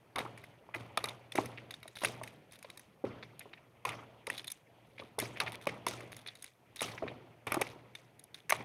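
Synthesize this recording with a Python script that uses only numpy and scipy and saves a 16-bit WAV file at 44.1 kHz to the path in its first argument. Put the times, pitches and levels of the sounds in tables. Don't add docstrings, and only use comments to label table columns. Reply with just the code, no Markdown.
import sys
import numpy as np
from scipy import signal
from scipy.io import wavfile

SR = 44100
rng = np.random.default_rng(int(sys.argv[2]) if len(sys.argv) > 2 else 0)


def master(y):
    cut = np.clip(np.atleast_2d(y).T, -1, 1)
    pcm = np.round(cut * 32767)
    wavfile.write(sys.argv[1], SR, pcm.astype(np.int16))


def convert_level_to_amplitude(level_db):
    exponent = np.asarray(level_db, float) / 20
    return 10 ** exponent


N = 381024

# start_s, body_db, brightness_db (edge over body modes), free_ring_db (3-5 kHz over body modes)
CHIP_CLICKS = [(0.1604, -33, -3, -4), (0.1844, -36.5, 1, 1), (0.191, -30.5, -4.5, -9),
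               (0.205, -33, -17.5, -8), (0.377, -38.5, -12.5, -24), (0.4395, -40, -10.5, -22),
               (0.7418, -31, -52, -24), (0.7474, -24, -19.5, -32), (0.9746, -25, -0.5, -0.5),
               (1.0419, -31, 3, 2), (1.0575, -35.5, 1, -17), (1.0872, -42.5, 2, 8), (1.0935, -43, 3, 7),
               (1.3215, -35.5, -4, -1), (1.3558, -29, -1.5, -9), (1.3789, -26, -26, -14),
               (1.4587, -38.5, 0.5, -18), (1.5774, -31.5, -46, -17), (1.709, -38.5, -0.5, 0.5),
               (1.7414, -43, -3, 4), (1.8309, -41.5, -6.5, -4.5), (1.8794, -45.5, 4.5, 2),
               (1.959, -52.5, -7, 13.5), (2.0364, -27, -6, -29), (2.0488, -15.5, -6, -32),
               (2.2354, -35, -0.5, -15), (2.2763, -37, -8, -15), (2.522, -52, 8, -11), (2.59, -56.5, 7, -2),
               (2.628, -45, 4, -9), (2.648, -43, -30, -4), (2.7013, -42.5, -1, -1.5), (2.7753, -47, 8.5, 3),
               (2.796, -51.5, 9, -6), (3.0508, -43, -17, -13), (3.2296, -37, -36.5, -4.5),
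               (3.3945, -49.5, 16, -1), (3.4093, -38, -31.5, -14), (3.535, -38, -62, -11.5),
               (3.8528, -30, -4, -9.5), (3.8917, -30.5, -4, -5), (4.2698, -29.5, -4.5, -9.5),
               (4.3016, -19, -12.5, -41), (4.3804, -42.5, 6, 8), (4.3963, -58, -5, 22),
               (4.4452, -40.5, -2, -3), (4.472, -51.5, 13, 7), (4.4793, -41.5, 6, 10), (4.5028, -44, 10, 1),
               (4.5184, -56, 29, 15.5), (4.9826, -37.5, -50, -26), (4.996, -31, -54, -10.5),
               (5.1896, -31.5, 6, -2), (5.2004, -26, 3.5, -17), (5.3617, -39, -32, -18),
               (5.372, -34, -18.5, -19), (5.4028, -23.5, -4.5, 1.5), (5.4145, -29, -14, -3),
               (5.4655, -37, -23, -3), (5.473, -29, -33, -15), (5.479, -31, -31, -16),
               (5.671, -21, -12.5, -20), (5.8668, -29, 2, -9), (5.8842, -33, 6, -1.5),
               (6.007, -39.5, -6, -20), (6.12, -44.5, 0, -7), (6.167, -44, 4, -7), (6.263, -37, -14, -4),
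               (6.2743, -43, 1, 7.5), (6.286, -38, -22, 5.5), (6.354, -49.5, 3.5, 2),
               (6.4246, -50.5, 16, 4), (6.4433, -40, 3, -11), (6.7613, -43, 5.5, -15),
               (6.7935, -48.5, -8, 14), (6.8085, -30, -2, -3), (6.8192, -34, 10, -13),
               (6.9806, -32, -54, -30), (7.0807, -29, -61, -11.5), (7.4697, -33, -4, -10),
               (7.521, -27, 0, -9), (7.5436, -28.5, 3.5, -10), (7.6148, -32.5, 10, 1.5),
               (7.6182, -18.5, -23, -28), (7.6685, -34, -15, -19), (7.9524, -35, -8.5, -5),
               (8.195, -69, 27.5, 15), (8.24, -75, 31, 2), (8.345, -46, 3, 10.5), (8.4956, -23.5, -6, -17),
               (8.5015, -29.5, 11, -20), (8.5057, -20, -22, -31), (8.524, -14.5, -14, -16)]
# start_s, low_db, hardness_db (upper over low modes), rumble_db (liveliness of the top after it)
STACK_THUDS = [(0.158, -43.5, -5.5, 14), (0.184, -40.5, 5, -22), (0.691, -51.5, -0.5, -17),
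               (0.749, -38.5, -12, 8), (0.975, -37, 4, -2), (1.041, -37.5, -3.5, -0.5),
               (1.353, -26.5, -30, 4.5), (1.386, -16.5, -12.5, -6), (1.857, -43.5, -15.5, -31),
               (2.019, -50.5, 10, 3), (2.036, -28.5, -13, 5), (2.215, -33.5, -14, -14),
               (2.647, -44.5, -14, -9.5), (3.042, -19.5, -39.5, 6), (3.458, -42.5, -20, -10.5),
               (3.852, -42.5, 8.5, 6.5), (4.274, -38.5, -11.5, 2.5), (4.997, -36.5, -23, -4.5),
               (5.185, -27.5, -18.5, 7), (5.227, -29, -22, -24), (5.402, -52.5, 4, 17.5),
               (5.67, -21, -16.5, -1.5), (5.868, -28.5, -1.5, 1), (6.818, -29, -9, 3),
               (7.024, -30.5, -16.5, -1.5), (7.035, -21.5, -53, 8.5), (7.065, -36, -14, -9),
               (7.115, -35, -30, -19), (7.471, -37.5, -4.5, 6.5), (7.5212, -37.5, 5, 1),
               (7.545, -39, 3, -13), (7.57, -21.5, -17, -22), (7.607, -31.5, -19, -16),
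               (7.616, -21.5, -13.5, -9), (8.524, -28.5, 0.5, -3.5), (8.604, -32, -25, -14)]
# pitch_hz, level_db, t60_s
CHIP_MODES = [(1897, -6, 0.007), (2240, 1.5, 0.0055), (2570, -3, 0.0045), (3618, -5, 0.025),
              (3720, -4, 0.014), (4200, -1, 0.004), (5200, -6, 0.004), (6450, -13, 0.018),
              (8655, -8, 0.008), (9830, -4, 0.007), (11110, -5, 0.005), (13900, -14, 0.005)]

CLICK_TAIL_FOLLOWS = 0.64


def drift(corner_hz):
    step = 40
    pole = np.exp(-2 * np.pi * step * corner_hz / SR)
    white = rng.standard_normal(N // step + 2002)
    slow = signal.lfilter([1], [1, -2 * pole, pole * pole], white)[2000:]
    slow = slow / np.sqrt(np.mean(slow ** 2) + 1e-20)
    return np.interp(np.arange(N) / step, np.arange(len(slow)), slow)


def ring(clicks, hz, t60_s):
    radius = convert_level_to_amplitude(-60 / (t60_s * SR))
    angle = 2 * np.pi * hz / SR
    return signal.lfilter([0, np.sin(angle)], [1, -2 * radius * np.cos(angle), radius ** 2], clicks + 1e-18)


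def band_filter(x, low_hz, high_hz):
    return signal.sosfilt(signal.butter(2, [low_hz, high_hz], "band", fs=SR, output="sos"), x)


def noise_bands(colour):
    hz, db = np.transpose(colour)
    edges = np.geomspace(hz[0], hz[-1], int(2.5 * np.log2(hz[-1] / hz[0])))
    white = rng.standard_normal((2, N))
    bands = []
    for k, (low_hz, high_hz) in enumerate(zip(edges, edges[1:])):
        centre_hz = np.sqrt(low_hz * high_hz)
        gain = convert_level_to_amplitude(np.interp(np.log(centre_hz), np.log(hz), db))
        bands.append((centre_hz, band_filter(white[k % 2], low_hz, high_hz) * gain))
    total = np.std(sum(band for _, band in bands))
    return [(centre_hz, band / total) for centre_hz, band in bands]


def tail_level(events, tail_db, follows, tilt, fall_db_per_s, rise_s, lively=0):
    t = np.arange(0, N, 64) / SR
    power = 0
    for start_s, db, bright_db, lively_db in events:
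        age_s = np.maximum(t - start_s, 0)
        blow_db = 30 + db + tilt * bright_db
        level_db = tail_db + follows * blow_db + lively * lively_db - fall_db_per_s * age_s
        power = power + (convert_level_to_amplitude(level_db) * (1 - np.exp(-age_s / rise_s))) ** 2
    return np.interp(np.arange(N) / SR, t, np.sqrt(power))


def strike(events, modes, dull_hz, bright_hz, free_hz, spread_db, detune, bounce_s, bounce_db, lead, drag, count):
    rows = np.array(events)
    start_s, body_db, bright_db, free_db = np.split(rows, 4, axis=1)
    out = np.zeros(N)
    chance = rng.random((len(rows), count))
    bounce_s = bounce_s * (1 + drag * np.clip(-bright_db - 15, 0, 20) / 20)
    lags_s = np.cumsum(bounce_s * (.5 + chance), axis=1) - bounce_s * (1.2 + chance[:, :1])
    at = np.minimum(((start_s + lags_s) * SR).astype(int), N - 1)
    contact_db = bounce_db * np.abs(np.arange(count) - lead)
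    for hz, db, t60_s in modes:
        tilt = np.clip(np.log(hz / dull_hz) / np.log(bright_hz / dull_hz), 0, 1)
        colour_db = free_db if free_hz[0] < hz < free_hz[1] else tilt * bright_db
        level_db = body_db + colour_db + db + contact_db
        draw = rng.standard_normal((len(rows), count, 2))
        sizes = convert_level_to_amplitude(level_db + spread_db * draw[..., 0]) * np.sign(draw[..., 1])
        grip = rng.integers(-1, 2, len(rows))
        soft = signal.butter(2, min(1.59 * hz, .45 * SR), fs=SR)
        for shift in (-1, 0, 1):
            clicks = np.zeros(N)
            np.add.at(clicks, at[grip == shift], sizes[grip == shift])
            out += ring(signal.lfilter(*soft, clicks), hz * (1 + detune * shift), t60_s)
    return out


def chip_clicks():
    chips = strike(CHIP_CLICKS, CHIP_MODES, dull_hz=2800, bright_hz=5960, free_hz=(3000, 5000), spread_db=3.0,
                   detune=0.043, bounce_s=0.0015, bounce_db=-5.5, lead=0.78, drag=1.2, count=5)
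    return signal.sosfilt(signal.butter(2, 500, "high", fs=SR, output="sos"), chips)


def table_thuds():
    # pitch_hz, level_db, t60_s
    top_modes = [(301, -25.5, 0.089), (396, -8, 0.044), (607, 1.5, 0.026), (862, 6.5, 0.015),
                 (1126, 9, 0.016)]
    table = strike(STACK_THUDS, top_modes, dull_hz=510, bright_hz=1050, free_hz=(0, 0), spread_db=3.0,
                   detune=0.082, bounce_s=0.00192, bounce_db=-3.5, lead=0.39, drag=0.23, count=3)
    return band_filter(table, 180, 1800)


def scatter_level():
    # start_s, level_db (scaled by lively below)
    splays = [(.185, -72), (.75, -69.5), (1.36, -60), (2.018, -53), (3.86, -66), (5.194, -55), (5.872, -52),
              (6.816, -49.5), (7.472, -67.5)]
    events = [(start_s, 0, 0, db) for start_s, db in splays]
    return tail_level(events, 0, 0, 0, fall_db_per_s=148, rise_s=0.002, lively=0.9)


def rattle(ticks_per_s, settle_db):
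    # start_s, end_s, tick_db
    fingering = [(1.952, 2.062, -54.5), (2.51, 2.57, -63), (4.298, 4.423, -62), (4.856, 5.09, -79),
                 (5.52, 5.56, -58.5), (5.613, 5.66, -60.5), (6.113, 6.23, -66.5), (6.35, 6.467, -68.5),
                 (6.758, 6.817, -61), (8.345, 8.404, -66.5)]
    t = np.arange(N) / SR
    level = tail_level(CHIP_CLICKS, settle_db, CLICK_TAIL_FOLLOWS, 0.32, fall_db_per_s=170.0, rise_s=0.00063)
    level = level + convert_level_to_amplitude(-5.5) * scatter_level()
    for start_s, end_s, tick_db in fingering:
        level = level + convert_level_to_amplitude(tick_db) * ((t > start_s) & (t < end_s))
    tick_sizes = convert_level_to_amplitude(3.91 * np.minimum(rng.exponential(1, N), 4))
    ticks = (rng.random(N) < ticks_per_s / SR) * tick_sizes
    grip = rng.integers(-1, 2, N)
    out = 0
    for hz, db, t60_s in CHIP_MODES:
        sizes = ticks * level * convert_level_to_amplitude(db) * rng.standard_normal(N)
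        for shift in (-1, 0, 1):
            out = out + ring(sizes * (grip == shift), hz * (1 + 0.058 * shift), 0.44 * t60_s)
    return out


def tails():
    # pitch_hz, density_db (per Hz)
    tail_spectrum = [(88, -7), (150, -27), (205, -11), (1200, -5.5), (1680, -27), (2200, 1), (4300, -16),
                     (5000, -12.5), (6600, -9), (9360, -20.5), (15500, -40)]
    thud_tail_db, click_tail_db = -40.5, -61.5
    grain = drift(67)
    scatter = scatter_level()
    out = 0
    for hz, band in noise_bands(tail_spectrum):
        fall_db_per_s = 147.4 * (hz / 1500) ** 0.19
        thud_db = thud_tail_db - 11.2 * max(np.log2(hz / 1200), 0)
        thud_tilt = np.clip(np.log2(hz / 400), 0, 1) * 1.12
        level = tail_level(STACK_THUDS, thud_db, 0.43, thud_tilt, fall_db_per_s, rise_s=0.00067, lively=0.64)
        if hz > 1400:
            click_tilt = np.clip(0.33 * np.log2(hz / 2600), 0, 1)
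            click_level = tail_level(CHIP_CLICKS, click_tail_db, CLICK_TAIL_FOLLOWS, click_tilt,
                                     fall_db_per_s, rise_s=0.0027)
            level = np.hypot(level, click_level)
            level = np.hypot(level, scatter * convert_level_to_amplitude(1.7 * np.log2(hz / 4000)))
        out = out + band * level * convert_level_to_amplitude(4.4 * drift(32) + 2.4 * grain)
    return convert_level_to_amplitude(3.5) * out


def room_tone():
    # start_s, level_db
    rest_curve = [(0, -68), (1.7, -64), (1.93, -69), (4.2, -67.5), (4.5, -83), (4.72, -67), (6.1, -65),
                  (6.52, -79), (6.701, -67), (8.42, -68.5)]
    # pitch_hz, density_db (per Hz)
    air_spectrum = [(20, -24), (49, -20), (126, 1), (177, -5.5), (622, -6), (1680, -19.5), (2420, -15),
                    (15500, -69)]
    s, db = np.transpose(rest_curve)
    rest = convert_level_to_amplitude(np.interp(np.arange(N) / SR, s, db))
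    swell = tail_level(STACK_THUDS, -46.5, 0.89, 0.47, fall_db_per_s=52, rise_s=0.018, lively=0.99)
    level = np.hypot(rest, swell)
    turns = np.cumsum(119.5 + 2.78 * drift(14.8)) / SR
    hum = np.sqrt(2) * np.sin(2 * np.pi * turns) * level * convert_level_to_amplitude(-5.0 + 2.0 * drift(3))
    air = sum(band * convert_level_to_amplitude(2.7 * drift(24)) for _, band in noise_bands(air_spectrum))
    return hum + air * convert_level_to_amplitude(-15.5) * level ** 0.74


def microphone_hiss():
    return band_filter(convert_level_to_amplitude(-78) * rng.standard_normal(N), 5000, 13500)


def scene():
    blows = chip_clicks() + table_thuds()
    trails = rattle(ticks_per_s=700, settle_db=-60.5) + tails()
    mid = blows + trails + room_tone() + microphone_hiss()
    return np.array([mid, mid])


def roll_off(x):
    return signal.sosfilt(signal.butter(12, 15700, fs=SR, output="sos"), x)


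def record(dry):
    peak = signal.lfilter(*signal.iirpeak(7500, 5.0, fs=SR), dry)
    return roll_off(dry - .5 * peak)


dry = scene()
out = record(dry)
master(out)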